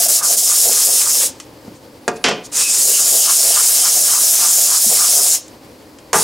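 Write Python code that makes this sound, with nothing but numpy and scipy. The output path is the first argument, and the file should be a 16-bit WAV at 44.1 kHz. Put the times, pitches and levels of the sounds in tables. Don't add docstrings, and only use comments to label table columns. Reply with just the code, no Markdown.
import sys
import numpy as np
from scipy import signal
from scipy.fft import rfft, irfft
from scipy.io import wavfile
from scipy.ndimage import uniform_filter1d

SR = 44100
rng = np.random.default_rng(int(sys.argv[2]) if len(sys.argv) > 2 else 0)


def wav_out(sig):
    wavfile.write(sys.argv[1], SR, np.round(np.clip(np.atleast_2d(sig).T, -1, 1) * 32767).astype(np.int16))


N = 274743
TIME = np.arange(N) / SR

# pitch_hz, level_db, ring_s (time to fade by 60 dB)
BENCH_NOTES = [(170, -6.5, 0.12), (215, -3.5, 0.089), (420, -12, 0.087), (443, 2, 0.046), (494, -14, 0.16),
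               (621.7, -9.5, 0.16), (716, -3, 0.092), (848, -1, 0.082), (998, -1.5, 0.053),
               (1094, -14.5, 0.065), (1185, 4.5, 0.05), (1382, -3.5, 0.085), (1670, -25, 0.082),
               (1620, 1.5, 0.06)]
# pitch_hz, level_db
WOOD_TONE = [(50, -30), (130, 6.5), (220, 0.5), (420, -1.5), (1300, -1), (1700, -5.5), (2500, -8.5),
             (5000, -13)]
# start_s, hiss_db, fizz_db, scrape_db, drone_db, drone_hz, judder_db, judder_half_length_s
HAND_STROKES = [ (-0.04, -12, -1, -21.5, -31.5, 623, -64, .03),
                (0.242, -13, -2.5, -23, -36, 610, -28, 0.027), (0.52, -11, -2, -20.5, -30, 562, -37, 0.031),
                (0.793, -12, -1.5, -20.5, -34, 583, -35, 0.016),
                (1.066, -15.5, -3, -22, -36.5, 576, -35, 0.043),
                (2.482, -16.5, -7.5, -18.5, -54, 475, -66, .03),
                (2.74, -11, -3, -21.5, -31.5, 507, -63, 0.027),
                (3.018, -10, -3, -23, -31, 580, -37.5, 0.033),
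                (3.302, -10.5, -2.5, -22, -32.5, 644, -26.5, 0.024),
                (3.591, -10, -2, -20.5, -30.5, 636, -27, 0.028),
                (3.879, -13.5, -2, -21.5, -35.5, 623, -28.5, 0.024),
                (4.154, -11, -2, -21.5, -34, 630, -28.5, .042),
                (4.468, -10.5, -1.4, -22, -32, 650, -27.5, .04),
                (4.736, -10.5, -3, -23.5, -38.5, 610, -29.5, 0.041),
                (5.039, -10.5, -1.5, -21.5, -26, 610, -29, 0.038), (6.09, -11, -6, -21, -45, 600, -70, .02),
                ]


def rubbing(speed, hiss_db, fizz_db, scrape_db):
    # pitch_hz, level_db
    hiss_tone = [(1500, -42.5), (3000, -21), (4300, -13), (4900, -8.5), (5250, -3.5), (5900, -5.5),
                 (7000, -1), (8200, -3), (9100, -1.5), (10500, -4), (12000, -6), (13200, -10), (16000, -13)]
    scrape_tone = [(100, -13), (250, -18), (450, 1), (680, -1), (900, 1.5), (1250, 2.5), (2000, 4),
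                   (3000, 5), (4000, 7.5), (6000, -12.5)]
    speed_fizz_db, speed_hiss_db = 3, -0.5
    hiss = shimmer(colour(grit(per_s=26000), hiss_tone))
    fizz = colour(hiss, [(7000, -10.5), (9500, -2.5), (12000, 3.0)])
    hiss = hiss + fizz * (amp(fizz_db + speed_fizz_db * speed) - 1)
    hiss *= amp(1 + speed_hiss_db * speed + 0.47 * drift(hz=70))
    scrape = ring(unit(colour(grit(per_s=7000), scrape_tone)), BENCH_NOTES, share=0.048)
    scrape *= amp(scrape_db + 2 * drift(hz=21))
    return amp(hiss_db + 1.02 * drift(hz=14)) * (hiss + scrape)


def shimmer(hiss, depth=0.24, width_hz=450):
    pitches = np.geomspace(2800, 12000, num=12)
    return unit(hiss + sum(depth * drift(hz=22) * band(hiss, hz, width_hz) for hz in pitches))


def hand(longest_stroke_s=0.27):
    start, *settings, _, _ = np.transpose(HAND_STROKES)
    length = np.minimum(np.diff(start, append=np.inf), longest_stroke_s)
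    speed = sum(np.sin(np.pi * np.clip((TIME - s) / span, 0, 1)) ** 2 for s, span in zip(start, length))
    return speed, *(np.interp(TIME, start + length / 2, column) for column in settings)


def contact(lift_db_per_s=570):
    # start_s, lift_s, press_down_s
    spells = [(0.0, 1.262, 0.00071), (2.515, 5.352, 0.058), (6.13, 6.3, .025)]
    # time_s, share_lost (0-1), half_length_s
    skips = [(0.078, 0.74, 0.0087), (0.218, 0.79, 0.015), (0.363, 0.65, 0.015), (2.665, 0.25, 0.037),
             (3.278, 0.36, .012)]
    pressed = sum(np.clip((TIME - down) / rise, 0, 1) * amp(-lift_db_per_s * np.maximum(TIME - lift, 0))
                  for down, lift, rise in spells)
    grip_lost = sum(share * swell(s, 0, half) for s, share, half in skips)
    return pressed * np.clip(1 - grip_lost, 0, 1)


def blows(spread=1.86, crack_fade_s=0.048, rise_s=0.0005):
    # start_s, thump_db, thump_hz, clack_db, crack_db, fade_s (to fall 60 dB)
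    hits = [(1.4, -65, 400, -31, -31.5, 0.04), (1.676, -31, 180, -70, -56, 0.082),
            (2.079, -5.5, 560, -19, -17, 0.065), (2.086, -26, 625, -45, -60, 0.16),
            (2.24, -36, 600, -25, -18, 0.044), (2.2412, -13, 505, -7.5, -30, 0.19),
            (2.262, -17, 480, -14, -45, 0.2), (2.285, -14, 417, -18.5, -16.5, 0.16),
            (2.31, -18.5, 500, -23.5, -45, 0.11), (4.863, -24, 200, -52, -60, 0.11),
            (5.986, -65, 400, -38, -46, 0.024), (6.131, -6.5, 1140, -14.5, -7.5, 0.073),
            (6.142, -7, 1130, -28, -24, 0.19), (6.154, -17, 200, -43, -52, 0.12)]
    # pitch_hz, level_db, ring_s
    gear_notes = [(1420, -8, .06), (2010, -2, 0.049), (2160, -9, 0.056), (2470, 11, 0.15),
                  (2460, -18, 0.05), (3020, 2, 0.045), (3180, 13, 0.03), (4700, 12, 0.047),
                  (5200, -5, 0.041), (7360, -8, .05)]
    # pitch_hz, level_db
    clack_tone = [(200, -24), (800, -7), (1500, 7), (2000, 4.5), (2700, 7), (3900, 2), (5300, 3),
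                  (7500, -5), (9500, -17.5), (12000, -29), (16000, -38)]
    crack_tone = [(1500, -10.5), (3000, -27), (5300, 2.5), (7300, 2), (9500, -6), (12000, -13),
                  (16000, -32)]
    t, out = np.arange(SR // 2) / SR, np.zeros(N)
    for start, thump_db, hz, clack_db, crack_db, fade_s in hits:
        wood, iron, grains = rng.standard_normal((3, len(t)))
        touch = amp(-60 * t / fade_s) * (1 - np.exp(-t / rise_s))
        wood = steep_band(colour(wood, WOOD_TONE), hz, spread * hz)
        thump = ring(wood * touch, BENCH_NOTES, share=0.3)
        clack = ring(unit(colour(iron, clack_tone)) * touch, gear_notes, share=0.04)
        crack = unit(colour(grains, crack_tone)) * amp(-60 * t / crack_fade_s)
        add(out, start, amp(thump_db) * thump + amp(clack_db) * clack + amp(crack_db) * crack)
    return out


def judders(turn_hz=1245, spread=0.72, uneven_db=2.0):
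    # time_s, level_db, half_length_s, pitch_hz
    catches = [(0.395, -43, 0.021, 261), (.59, -31.5, 0.01, 525), (0.7, -26, .02, 530),
               (0.884, -32.5, 0.033, 540), (3.152, -28.5, 0.02, 534), (3.865, -25, 0.006, 1250),
               (4.924, -27.5, .014, 604), (5.2, -32.5, 0.027, 1200), (5.265, -31, .016, 616)]
    turns = [(s, db, half, turn_hz) for s, *_, db, half in HAND_STROKES]
    slips = ring(colour(grit(per_s=1500), WOOD_TONE), BENCH_NOTES, share=0.14)
    slips *= amp(uneven_db * drift(hz=68))
    return sum(swell(s, db, half, lead=1.7) * steep_band(slips, hz, spread * hz)
               for s, db, half, hz in turns + catches)


def drone(speed, drone_db, centre_hz, width_hz=210, wander_hz=25, uneven_db=3.5):
    turn_db, turn_rise_hz = -8.5, 58.6
    shaking = ring(grit(per_s=3000), BENCH_NOTES, share=0.075)
    hz = centre_hz + turn_rise_hz * (1 - speed) + wander_hz * drift(hz=17)
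    shift = np.exp(2j * np.pi * np.cumsum(hz) / SR)
    decay = np.exp(-np.pi * width_hz / SR)
    smoothed = signal.lfilter([1], [1, -2 * decay, decay ** 2], shaking / shift)
    hum = unit((shift * smoothed).real)
    return hum * amp(drone_db - 1.5 + turn_db * (1 - speed) + uneven_db * drift(hz=23))


def singing():
    # time_s, level_db, half_length_s, pitch_hz, width_hz
    notes = [(2.172, -47, 0.0085, 2550, 250), (2.195, -57, 0.14, 10000, 90), (2.257, -30, 0.012, 9930, 90),
             (2.655, -32, 0.06, 2580, 200), (2.953, -32, 0.082, 2920, 450), (3.25, -31, 0.063, 2950, 450),
             (3.546, -30, 0.057, 2980, 450), (3.823, -33, .06, 3170, 450), (4.11, -37, 0.061, 3100, 450)]
    grains = grit(per_s=8000)
    return sum(swell(s, db, half) * steep_band(grains, hz, width) for s, db, half, hz, width in notes)


def scuffs():
    # time_s, level_db, half_length_s
    touches = [(1.418, -46, 0.03), (1.76, -50.5, .03), (2.167, -38, 0.0088), (2.457, -33.5, .016),
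               (5.483, -37.5, 0.003)]
    scuff_tone = [(1200, -25), (2500, -10), (4000, -1.5), (7000, 4), (10000, -4), (15000, -20)]
    hiss = unit(colour(grit(per_s=15000), scuff_tone))
    return hiss * sum(swell(*touch) for touch in touches)


def close_echoes(x):
    # pitch_hz, level_db
    side_tone = [(100, -38), (300, -25), (650, -13), (1200, -20), (2000, -28), (4000, -25), (6000, -16),
                 (9000, -16), (11000, -28), (13000, -45)]
    echoes = rng.standard_normal(size=700) * np.linspace(1, 0, num=700)
    side = colour(signal.fftconvolve(x, echoes / np.linalg.norm(echoes))[:N], side_tone)
    return np.array([x + side, x - side])


def room_echo(x, bass_ring_s=0.35, dull_hz=7000, apart=0.097, echoes_per_s=4000, gap_s=0.004):
    # pitch_hz, level_db
    room_tone = [(150, -1), (500, -3.5), (1200, -10), (3000, -6.5), (5500, -12.5), (9000, -18),
                 (14000, -57)]
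    size = SR * 2 // 3
    echoes = rng.standard_normal((3, size)) * (rng.random((3, size)) < echoes_per_s / SR)
    echoes *= np.arange(size) > gap_s * SR
    echoes = echoes[0] + apart * echoes[1:]
    hz, t, spectrum = signal.stft(echoes, SR, nperseg=256)
    ring_s = bass_ring_s / np.sqrt(1 + hz / dull_hz)
    fade = amp(-60 * t / ring_s[:, None])
    fade *= amp(level_at(room_tone, hz))[:, None] / np.sqrt(np.mean(fade ** 2, 1, keepdims=True))
    tail = signal.istft(spectrum * fade, SR, nperseg=256)[1] / np.linalg.norm(echoes[0])
    return signal.fftconvolve(x[None], tail, axes=1)[:, :N]


def air(level_db=-40.5, waver_db=1.3, lean_left_db=0.5):
    # pitch_hz, level_db
    air_tone = [(18, -33.5), (30, -22), (123, -8), (156, -16), (307, -4), (379, -13.5), (532, -8.5),
                (656, -17.5), (897, -16.5), (1330, -25.5), (2020, -26.5), (3680, -30), (4660, -25.5),
                (6050, -32), (15500, -37)]
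    side_tone = [(100, -20), (380, -14), (700, -10), (1300, -5), (2400, -5), (4400, -12), (8000, -11),
                 (15000, -30)]
    side = colour(rng.standard_normal(N), side_tone)
    rush = unit(colour(rng.standard_normal(N) + np.array([side, -side]), air_tone))
    return rush * amp(level_db + waver_db * drift(hz=15)) * amp([[lean_left_db], [-lean_left_db]])


def grit(per_s):
    return rng.standard_normal(N) * (rng.random(N) < per_s / SR)


def ring(x, notes, share):
    t = np.arange(SR // 3) / SR
    tone = sum(amp(db - 60 * t / ring_s) * np.cos(2 * np.pi * hz * t) for hz, db, ring_s in notes)
    rung = unit(signal.fftconvolve(x, tone)[:len(x)]) * np.std(x)
    return unit(np.sqrt(1 - share) * x + np.sqrt(share) * rung) * np.std(x)


def amp(db):
    return 10 ** (np.asarray(db) / 20)


def unit(x):
    return x / np.sqrt(np.mean(x ** 2) + 1e-20)


def level_at(tone, hz):
    pitches, levels = np.transpose(tone)
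    return np.interp(np.log(hz + 1), np.log(pitches + 1), levels)


def colour(x, tone):
    hz = np.fft.rfftfreq(x.shape[-1], 1 / SR)
    return irfft(rfft(x) * amp(level_at(tone, hz)) * hz ** 2 / (hz ** 2 + 400), x.shape[-1])


def band(x, hz, width_hz):
    return signal.lfilter(*signal.iirpeak(hz, hz / width_hz, fs=SR), x)


def steep_band(x, hz, width_hz):
    return unit(band(band(x, hz, width_hz), hz, width_hz))


def drift(hz):
    rates = np.fft.rfftfreq(N, 1 / SR)
    return unit(irfft(rfft(rng.standard_normal(N)) * np.exp(-(rates / hz) ** 2), N))


def swell(peak_s, db, half_s, lead=1):
    return amp(db) * np.exp(-((TIME - peak_s) / np.where(TIME < peak_s, half_s * lead, half_s)) ** 2)


def add(mix, start_s, sound):
    part = mix[round(start_s * SR):][:len(sound)]
    part += sound[:len(part)]


def scene(rub_db=4, blow_db=4):
    speed, hiss_db, fizz_db, scrape_db, drone_db, drone_hz = hand()
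    sanding = contact() * (rubbing(speed, hiss_db, fizz_db, scrape_db) + drone(speed, drone_db, drone_hz))
    near = amp(rub_db) * (sanding + judders() + singing()) + amp(blow_db) * blows() + scuffs()
    return close_echoes(near) + room_echo(near) + air()


def record(dry, limit_db=-13.0, recover_db_per_s=60, squeeze=0.72, top_hz=15850):
    power_db = 10 * np.log10(abs(uniform_filter1d((dry ** 2).mean(0), size=300)) + 1e-12)
    recovery_db = TIME * recover_db_per_s
    peak_db = np.maximum.accumulate(power_db + recovery_db) - recovery_db
    over_db = uniform_filter1d(np.maximum(peak_db - limit_db, 0), size=60)
    held = np.clip(dry / amp(squeeze * over_db), -1, 1)
    treble_cut = signal.firwin(511, top_hz, window=("kaiser", 9), fs=SR)
    return signal.oaconvolve(held, treble_cut[None], "same")


dry = scene()
out = record(dry)
wav_out(out)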